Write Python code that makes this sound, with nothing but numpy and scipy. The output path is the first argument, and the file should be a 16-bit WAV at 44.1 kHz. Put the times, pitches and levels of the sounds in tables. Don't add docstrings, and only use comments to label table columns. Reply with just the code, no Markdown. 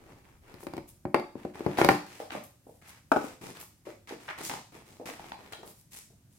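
import sys
import numpy as np
from scipy import signal
from scipy.fft import rfft, irfft, next_fast_len
from scipy.io import wavfile

SR = 44100
rng = np.random.default_rng(int(sys.argv[2]) if len(sys.argv) > 2 else 0)


def wav_record(signal):
    frames = np.transpose(np.atleast_2d(signal))
    bounded = np.clip(frames, -1, 1)
    quanta = np.round(bounded * 32767).astype(np.int16)
    wavfile.write(sys.argv[1], SR, quanta)


N = 281358

LEFT_RIGHT = np.array([[1], [-1]])


def box_knocks():
    # start in seconds, strength in dB before level_db, hardness in dB (clack against
    # thump), extra crack of crushed fibres in dB.
    box_blows = [(0.5406, -45, -23, 25), (0.6302, -44.5, -6.5, 3), (0.668, -35, -5.5, 4),
                 (0.7361, -35.5, -9, 5), (0.767, -42, -11.5, 16.5), (0.7789, -34, -6.5, -1),
                 (1.0526, -27.5, -13.5, -7), (1.1443, -25, 8.5, -9), (1.1969, -36.5, -0.5, -2),
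                 (1.3544, -34, -23, -3.5), (1.4502, -29, -21, 3.5), (1.6062, -32, -10.5, -3),
                 (1.6632, -21, -13, -1.5), (1.7856, -30.5, 9, -2.5), (1.809, -35, 2, -1),
                 (1.8148, -22, 5.5, -8.5), (1.8463, -21, -1.5, 8), (1.8589, -32, -2.5, 3),
                 (1.8882, -24.5, 13.5, -3), (1.8981, -23, -7, 4.5), (1.908, -31, -7.5, 4.5)]
    # frequency in Hz, level in dB.
    box_colour = [(35, -42), (60, -8), (346, 4), (651, -6.5), (785, -3.5), (1280, -13), (1470, -14),
                  (1910, -14.5), (2190, -13.5), (2650, -20.5), (3420, -25), (4530, -21.5), (6140, -31.5),
                  (13600, -32.5), (16000, -39)]
    # frequency in Hz, level in dB, time to fade by 60 dB in s before ring_scale.
    box_modes = [(205, -14.5, 0.66), (301, -3, 0.5), (360, 4.5, 0.42), (396, -10, 0.18), (422, -8, 0.32),
                 (565.5, -2.5, 0.32), (640, -10.5, 0.15), (780, -9, 0.23), (854, -13.5, .3),
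                 (988, -13.5, .22), (1256, -21.5, 0.21), (1402, -8.5, .14), (1810, -22, .22),
                 (2190, -21, 0.21)]
    return knocks(box_blows, box_colour, box_modes, ring_db=-1.5, ring_scale=0.73,
                  flutter_db=0.5, flutter_t60=0.035, crack_t60=0.018, contact=0.00022,
                  level_db=-2.0, crack_db=-12, pans_db=(4, 1, -1))


def lid_knocks():
    # start in seconds, strength in dB before level_db, hardness in dB (clack against thump).
    lid_blows = [(3.1168, -23.5, 10.5), (3.1212, -35.5, 13.5), (3.1612, -23.5, 1.5), (3.168, -22, -6.5),
                 (3.24, -32.5, -12)]
    # frequency in Hz, level in dB.
    lid_colour = [(60, -14), (150, -15), (290, 7), (500, -2.5), (800, 3.5), (1000, -10), (1270, -5),
                  (1500, -6), (1800, -28.5), (2400, -27), (3200, -39), (8000, -47.5), (13000, -51),
                  (16000, -50)]
    # frequency in Hz, level in dB, time to fade by 60 dB in s before ring_scale.
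    lid_modes = [(292.8, -2, 0.37), (432, -10.5, 0.44), (510, -11.5, 0.64), (750, -11.5, 0.27),
                 (840, -3.5, 0.19), (1028, -15.5, .4), (1135, -14, 0.041), (1277, -9, 0.134),
                 (1420, -8, 0.13), (1430, -9.5, 0.22)]
    return knocks(lid_blows, lid_colour, lid_modes, ring_db=-7.0, ring_scale=0.96,
                  flutter_db=2.5, flutter_t60=0.035, crack_t60=0.03, contact=0.00072,
                  level_db=-4.0, crack_db=-16.5, pans_db=(3, 3, 2))


def finger_taps():
    # start in seconds, strength in dB before level_db, hardness in dB (clack against thump).
    tap_blows = [(2.1992, -38.5, 3), (2.3494, -32.5, -5), (2.667, -45.5, -21), (2.692, -46.5, -25),
                 (3.8682, -35.5, -18), (4.1074, -38.5, -6), (4.122, -35.5, -27), (4.9974, -38, -16),
                 (5.0111, -42, -9), (5.0875, -36, -22), (5.63, -50, 6.5), (6.1028, -58.5, -39)]
    # frequency in Hz, level in dB.
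    tap_colour = [(60, -41), (150, -20.5), (300, -2.5), (480, -2), (750, -3), (1100, -13.5), (2300, -22),
                  (5000, -28), (16000, -33)]
    # frequency in Hz, level in dB, time to fade by 60 dB in s before ring_scale.
    tap_modes = [(347, -12, 0.52), (458, -8, .2), (494.4, 15, 0.099), (804, 2, 0.31)]
    return knocks(tap_blows, tap_colour, tap_modes, ring_db=-4.0, ring_scale=0.54,
                  flutter_db=5.0, flutter_t60=0.041, crack_t60=0.071, contact=0.0011,
                  level_db=-4.5, crack_db=-13, pans_db=(1, 1, 0))


def edge_ticks():
    # start in seconds, strength in dB before level_db, hardness in dB (clack against thump).
    tick_blows = [(2.3055, -57, 21), (3.6273, -63, 11.5), (4.2887, -53.5, 16.5), (4.3016, -53, 11),
                  (4.4975, -44.5, 9.5), (4.5134, -47, 9.5), (4.537, -38, -2), (5.1952, -41.5, -12),
                  (5.2422, -48, -1), (5.3193, -41, 4), (5.343, -47, -6), (5.5333, -47, 8.5)]
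    # frequency in Hz, level in dB.
    tick_colour = [(60, -5), (200, -13), (450, -7.5), (850, 3), (1200, -1), (2100, -8), (3000, 0),
                   (4500, -4), (8000, -21), (16000, -31)]
    # frequency in Hz, level in dB, time to fade by 60 dB in s before ring_scale.
    tick_modes = [(360, -10, 0.2), (810, -4, 0.085), (1100, -6, 0.039), (1920, 9, 0.036)]
    return knocks(tick_blows, tick_colour, tick_modes, ring_db=-5, ring_scale=0.42,
                  flutter_db=10.5, flutter_t60=0.012, crack_t60=0.013, contact=0.00027,
                  level_db=-4.5, crack_db=-11.5, pans_db=(5, 3, 1))


def knocks(table, colour, modes, ring_db, ring_scale, flutter_db, flutter_t60, crack_t60, contact,
           level_db, crack_db, pans_db):
    n, short, attack = SR // 2, 4096, SR // 100
    t = np.arange(n) / SR
    pulse = unit(impulse(colour, n))
    ring = 0
    for hz, db, t60 in modes:
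        ring = ring + undb(db - 60 * t / (t60 * ring_scale)) * np.sin(2 * np.pi * hz * t)
    ring = unit(ring)
    yielding = 1 - np.exp(-t / contact)

    def burst(t60):
        fading_noise = diffuse(short) * undb(-60 * t[:short] / t60)
        noise = signal.fftconvolve(fading_noise, pulse[None, :short], axes=1)
        return unit(np.pad(noise, ((0, 0), (0, n - noise.shape[1]))) + 1e-18)

    out = np.zeros((2, N))
    for s, strength, hardness, *crushed in table:
        body = (pulse + undb(ring_db) * ring + undb(flutter_db) * burst(flutter_t60)) * yielding
        thump = band(body, [60, 600], "band")
        clack = -band(body, [600, 2600], "band")
        crack = band(burst(crack_t60) * yielding, 2600, "high", order=4)
        shares_db = (0, hardness, hardness + crack_db + sum(crushed))
        sound = 0
        for part, db, pan in zip((thump, clack, crack), shares_db, pans_db):
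            gain = undb(db + pan * LEFT_RIGHT / 2)
            sound = sound + part * gain / np.std(part[:, :attack])
        add(out, s, sound * undb(level_db + strength))
    return out


def rubbing(pull_db=-2, scrape_db=-2, swish_db=-2, pan_db=1):
    # start in seconds,
    # length in seconds, level in dB before pull_db.
    lid_pulls = [(0.417, 0.2, -58.5), (0.694, 0.096, -59), (1.353, 0.14, -57), (1.535, .076, -49),
                 (1.608, 0.25, -49), (1.772, 0.07, -32.5), (1.897, 0.05, -34)]
    # start in seconds, length in seconds,
    # level in dB before scrape_db, groan of the panel in dB, hiss in dB.
    scrapes = [(0, 0.21, -61.5, 8, -8), (.24, 0.12, -63, 3, -10), (2.063, .19, -53.5, -4, -2.5),
               (2.301, 0.075, -43, -2, -10), (2.816, 0.17, -56, -9, -7.5), (3.122, 0.21, -51, 4.5, -3),
               (3.412, 0.11, -50.5, 8, 0), (3.549, 0.063, -50.5, -6, -6), (3.852, 0.074, -53, 0, -6),
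               (4.073, 0.066, -44.5, -11.5, -9.5), (4.2, 0.1, -55, -1, -3), (4.281, 0.045, -31.5, -20, -31),
               (4.378, 0.056, -42.5, -0.5, -4.5), (4.495, 0.079, -43, 1, -5.5),
               (4.722, 0.092, -54.5, 6, -4.5), (4.855, 0.14, -63, 8, 2), (5.056, 0.052, -42, -0.5, -3),
               (5.125, .22, -53, 1, -6.5), (5.385, 0.16, -56.5, 4, -7), (5.523, 0.0073, -44, -8, -1.5),
               (5.581, .13, -72.5, 23, 5), (5.919, 0.12, -62, -14, 5)]
    # start in seconds, length in seconds, level in dB before
    # swish_db, frequency in Hz where the hiss setting applies.
    swishes = [(0.594, 0.058, -55, 11000), (.874, 0.03, -52.5, 11000), (2.433, .023, -51, 11900),
               (2.632, 0.16, -67.5, 9450), (2.873, 0.024, -52.5, 8850), (3.222, 0.04, -56, 7500),
               (3.594, 0.041, -46.5, 15500), (4.427, 0.064, -37.5, 7100), (5.653, 0.059, -53, 10800),
               (5.755, 0.061, -59, 9970), (5.908, 0.08, -49.5, 8360), (6.3, 0.14, -69, 7730)]
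    out = np.zeros((2, N))
    drag = np.pad(friction(), ((0, 0), (0, SR)))
    for start, length, db in lid_pulls:
        pull = stroke(drag, start, length, groan_db=4.0, rasp_db=0, hiss_db=-10, hiss_hz=8500,
                      rise=0.42, start_share=0.28, end_share=0.55, release=0.021)
        add(out, start, undb(pull_db + db) * pull)
    for start, length, db, groan, hiss in scrapes:
        scrape = stroke(drag, start, length, groan_db=groan, rasp_db=-1, hiss_db=hiss, hiss_hz=7500,
                        rise=0.35, start_share=0.71, end_share=0.53, release=0.02)
        add(out, start, undb(scrape_db + db) * scrape)
    for start, length, db, hz in swishes:
        swish = stroke(drag, start, length, groan_db=-11.5, rasp_db=-16.5, hiss_db=1, hiss_hz=hz,
                       rise=0.43, start_share=0.23, end_share=0.7, release=0.012)
        add(out, start, undb(swish_db + db) * swish)
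    return out * undb(pan_db * LEFT_RIGHT / 2)


def stroke(drag, start, length, groan_db, rasp_db, hiss_db, hiss_hz, rise, start_share, end_share,
           release, hiss_fall_db=7):
    # frequency in Hz, level in dB.
    rub_colour = [(50, -20.5), (120, -7.5), (220, -3.5), (360, 2), (560, -1), (880, 4), (1500, 2.5),
                  (2300, 6), (3100, 2), (4700, 1.5), (7500, 3), (13000, 6.5), (16000, 3)]
    i = max(int(start * SR), 0)
    n = next_fast_len(int((length + 0.04) * SR))
    t = np.arange(n) / SR
    peak = length * np.clip(rise, 0.01, 0.99)
    pressure = np.interp(t, [0, peak, length], [start_share, 1, end_share])
    pressure = pressure * np.exp(-np.maximum(t - length, 0) / release)
    octaves = np.sqrt(SR / 4 / np.maximum(bins(n), 50))
    tilt = [(400, groan_db), (1600, rasp_db), (hiss_hz, hiss_db), (2 * hiss_hz, hiss_db - hiss_fall_db)]
    colour = octaves * undb(curve(tilt, bins(n)) + curve(rub_colour, bins(n)))
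    return irfft(rfft(unit(drag[:, i:i + n])) * colour, n) * pressure


def friction(grain_db=3, grains_per_s=2400, slip_db=1.5, slips_per_s=90, snap_db=7, snaps_per_s=45):
    t = np.arange(N) / SR
    grain = (t * grains_per_s).astype(int)
    slips = undb(slip_db * np.interp(t * slips_per_s, np.arange(N), rng.standard_normal(N)))
    catches = grain_db * np.minimum(rng.exponential(size=N), 3)
    snaps = rng.random(N) < snaps_per_s / grains_per_s
    catches = np.where(snaps, 3 * grain_db + snap_db, catches)
    return unit(diffuse(N) * undb(catches[grain]) * slips)


def echo(x, lag, db):
    return undb(db) * np.pad(x, ((0, 0), (int(lag * SR), 0)))[:, :N]


def room(x, gap=0.006, build=0.0027):
    # frequency in Hz, time to fade by 60 dB in seconds.
    room_t60 = [(100, 0.26), (300, 0.33), (800, 0.34), (2000, 0.3657), (5000, .5), (14000, 0.34)]
    # frequency in Hz, level in dB.
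    room_colour = [(60, -10.5), (150, 4.5), (300, -2.5), (700, -1.5), (1500, 0), (3000, -0.5), (7000, 2),
                   (15000, 0)]
    n = SR
    t = np.arange(n) / SR
    spectrum = rfft(shape(diffuse(n), room_colour))
    tail = 0
    for k, (_, t60) in enumerate(room_t60):
        peak_here = [(hz, j == k) for j, (hz, _) in enumerate(room_t60)]
        share = curve(peak_here, bins(n))
        tail = tail + irfft(spectrum * share, n) * undb(-60 * t / t60)
    tail = unit(tail * np.clip((t - gap) / build, 0, 1)) / np.sqrt(n)
    return signal.fftconvolve(x[:1], tail, axes=1)[:, :N]


def still_air(level_db=-62.5):
    # frequency in Hz, level in dB before it is scaled to level_db.
    air_colour = [(15, -43.5), (25, -13.5), (108, 2), (293, -11), (463, -22.5), (531, -19), (1070, -27),
                  (1560, -26), (1740, -27.5), (4030, -31), (7510, -28), (13600, -29.5), (16000, -33.5)]
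    return undb(level_db) * unit(shape(diffuse(N), air_colour))


def handling(level_db=-64, until=0.85, fade=0.7):
    fading = np.clip((until - np.arange(N) / SR) / fade + 1, 0, 1)
    return undb(level_db) * fading * unit(band(diffuse(N), [22, 110], "band"))


def diffuse(n):
    # frequency in Hz, side minus mid level in dB.
    width = [(60, -13), (250, -15), (600, -4), (1500, -1), (4000, 0)]
    mid, side = rng.standard_normal((2, n))
    common = shape(mid, [(hz, -10 * np.log10(1 + undb(2 * db))) for hz, db in width])
    apart = shape(side, [(hz, -10 * np.log10(1 + undb(-2 * db))) for hz, db in width])
    return common + apart * LEFT_RIGHT


def impulse(points, n, size=4096):
    cepstrum = irfft(np.log(undb(curve(points, bins(size)))))
    cepstrum[1:size // 2] *= 2
    cepstrum[size // 2 + 1:] = 0
    return np.pad(irfft(np.exp(rfft(cepstrum))), (0, n - size))


def shape(x, points):
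    n = x.shape[-1]
    size = next_fast_len(n)
    return irfft(rfft(x, size) * undb(curve(points, bins(size))), size)[..., :n]


def curve(points, hz):
    f, value = np.transpose(points)
    return np.interp(np.log(np.maximum(hz, 1)), np.log(f), value)


def bins(n):
    return np.arange(n // 2 + 1) * SR / n


def band(x, edges, kind, order=2):
    return signal.sosfilt(signal.butter(order, edges, kind, fs=SR, output="sos"), x)


def undb(db):
    return 10 ** (np.asarray(db) / 20)


def unit(x):
    return x / np.sqrt(np.mean(x ** 2) + 1e-30)


def add(out, s, sound):
    i = max(int(s * SR), 0)
    out[:, i:i + sound.shape[1]] += sound[:, :max(N - i, 0)]


def scene():
    box = box_knocks()
    lid = lid_knocks()
    taps = finger_taps()
    ticks = edge_ticks()
    rub = rubbing()
    hits = box + lid + taps + ticks
    to_room = undb(-7.5) * box + undb(-8.0) * lid + undb(2) * taps + undb(-2.0) * ticks + undb(-5.0) * rub
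    walls = room(to_room)
    air = still_air()
    return hits + echo(hits, lag=0.018, db=-15.0) + rub + walls + air + handling()


def record(dry):
    rounded = dry / (1 + (dry / 0.92) ** 6) ** (1 / 6)
    top_cut = signal.ellip(10, 0.2, 80, 16000, fs=SR, output="sos")
    return signal.sosfilt(top_cut, rounded)


dry = scene()
out = record(dry)
wav_record(out)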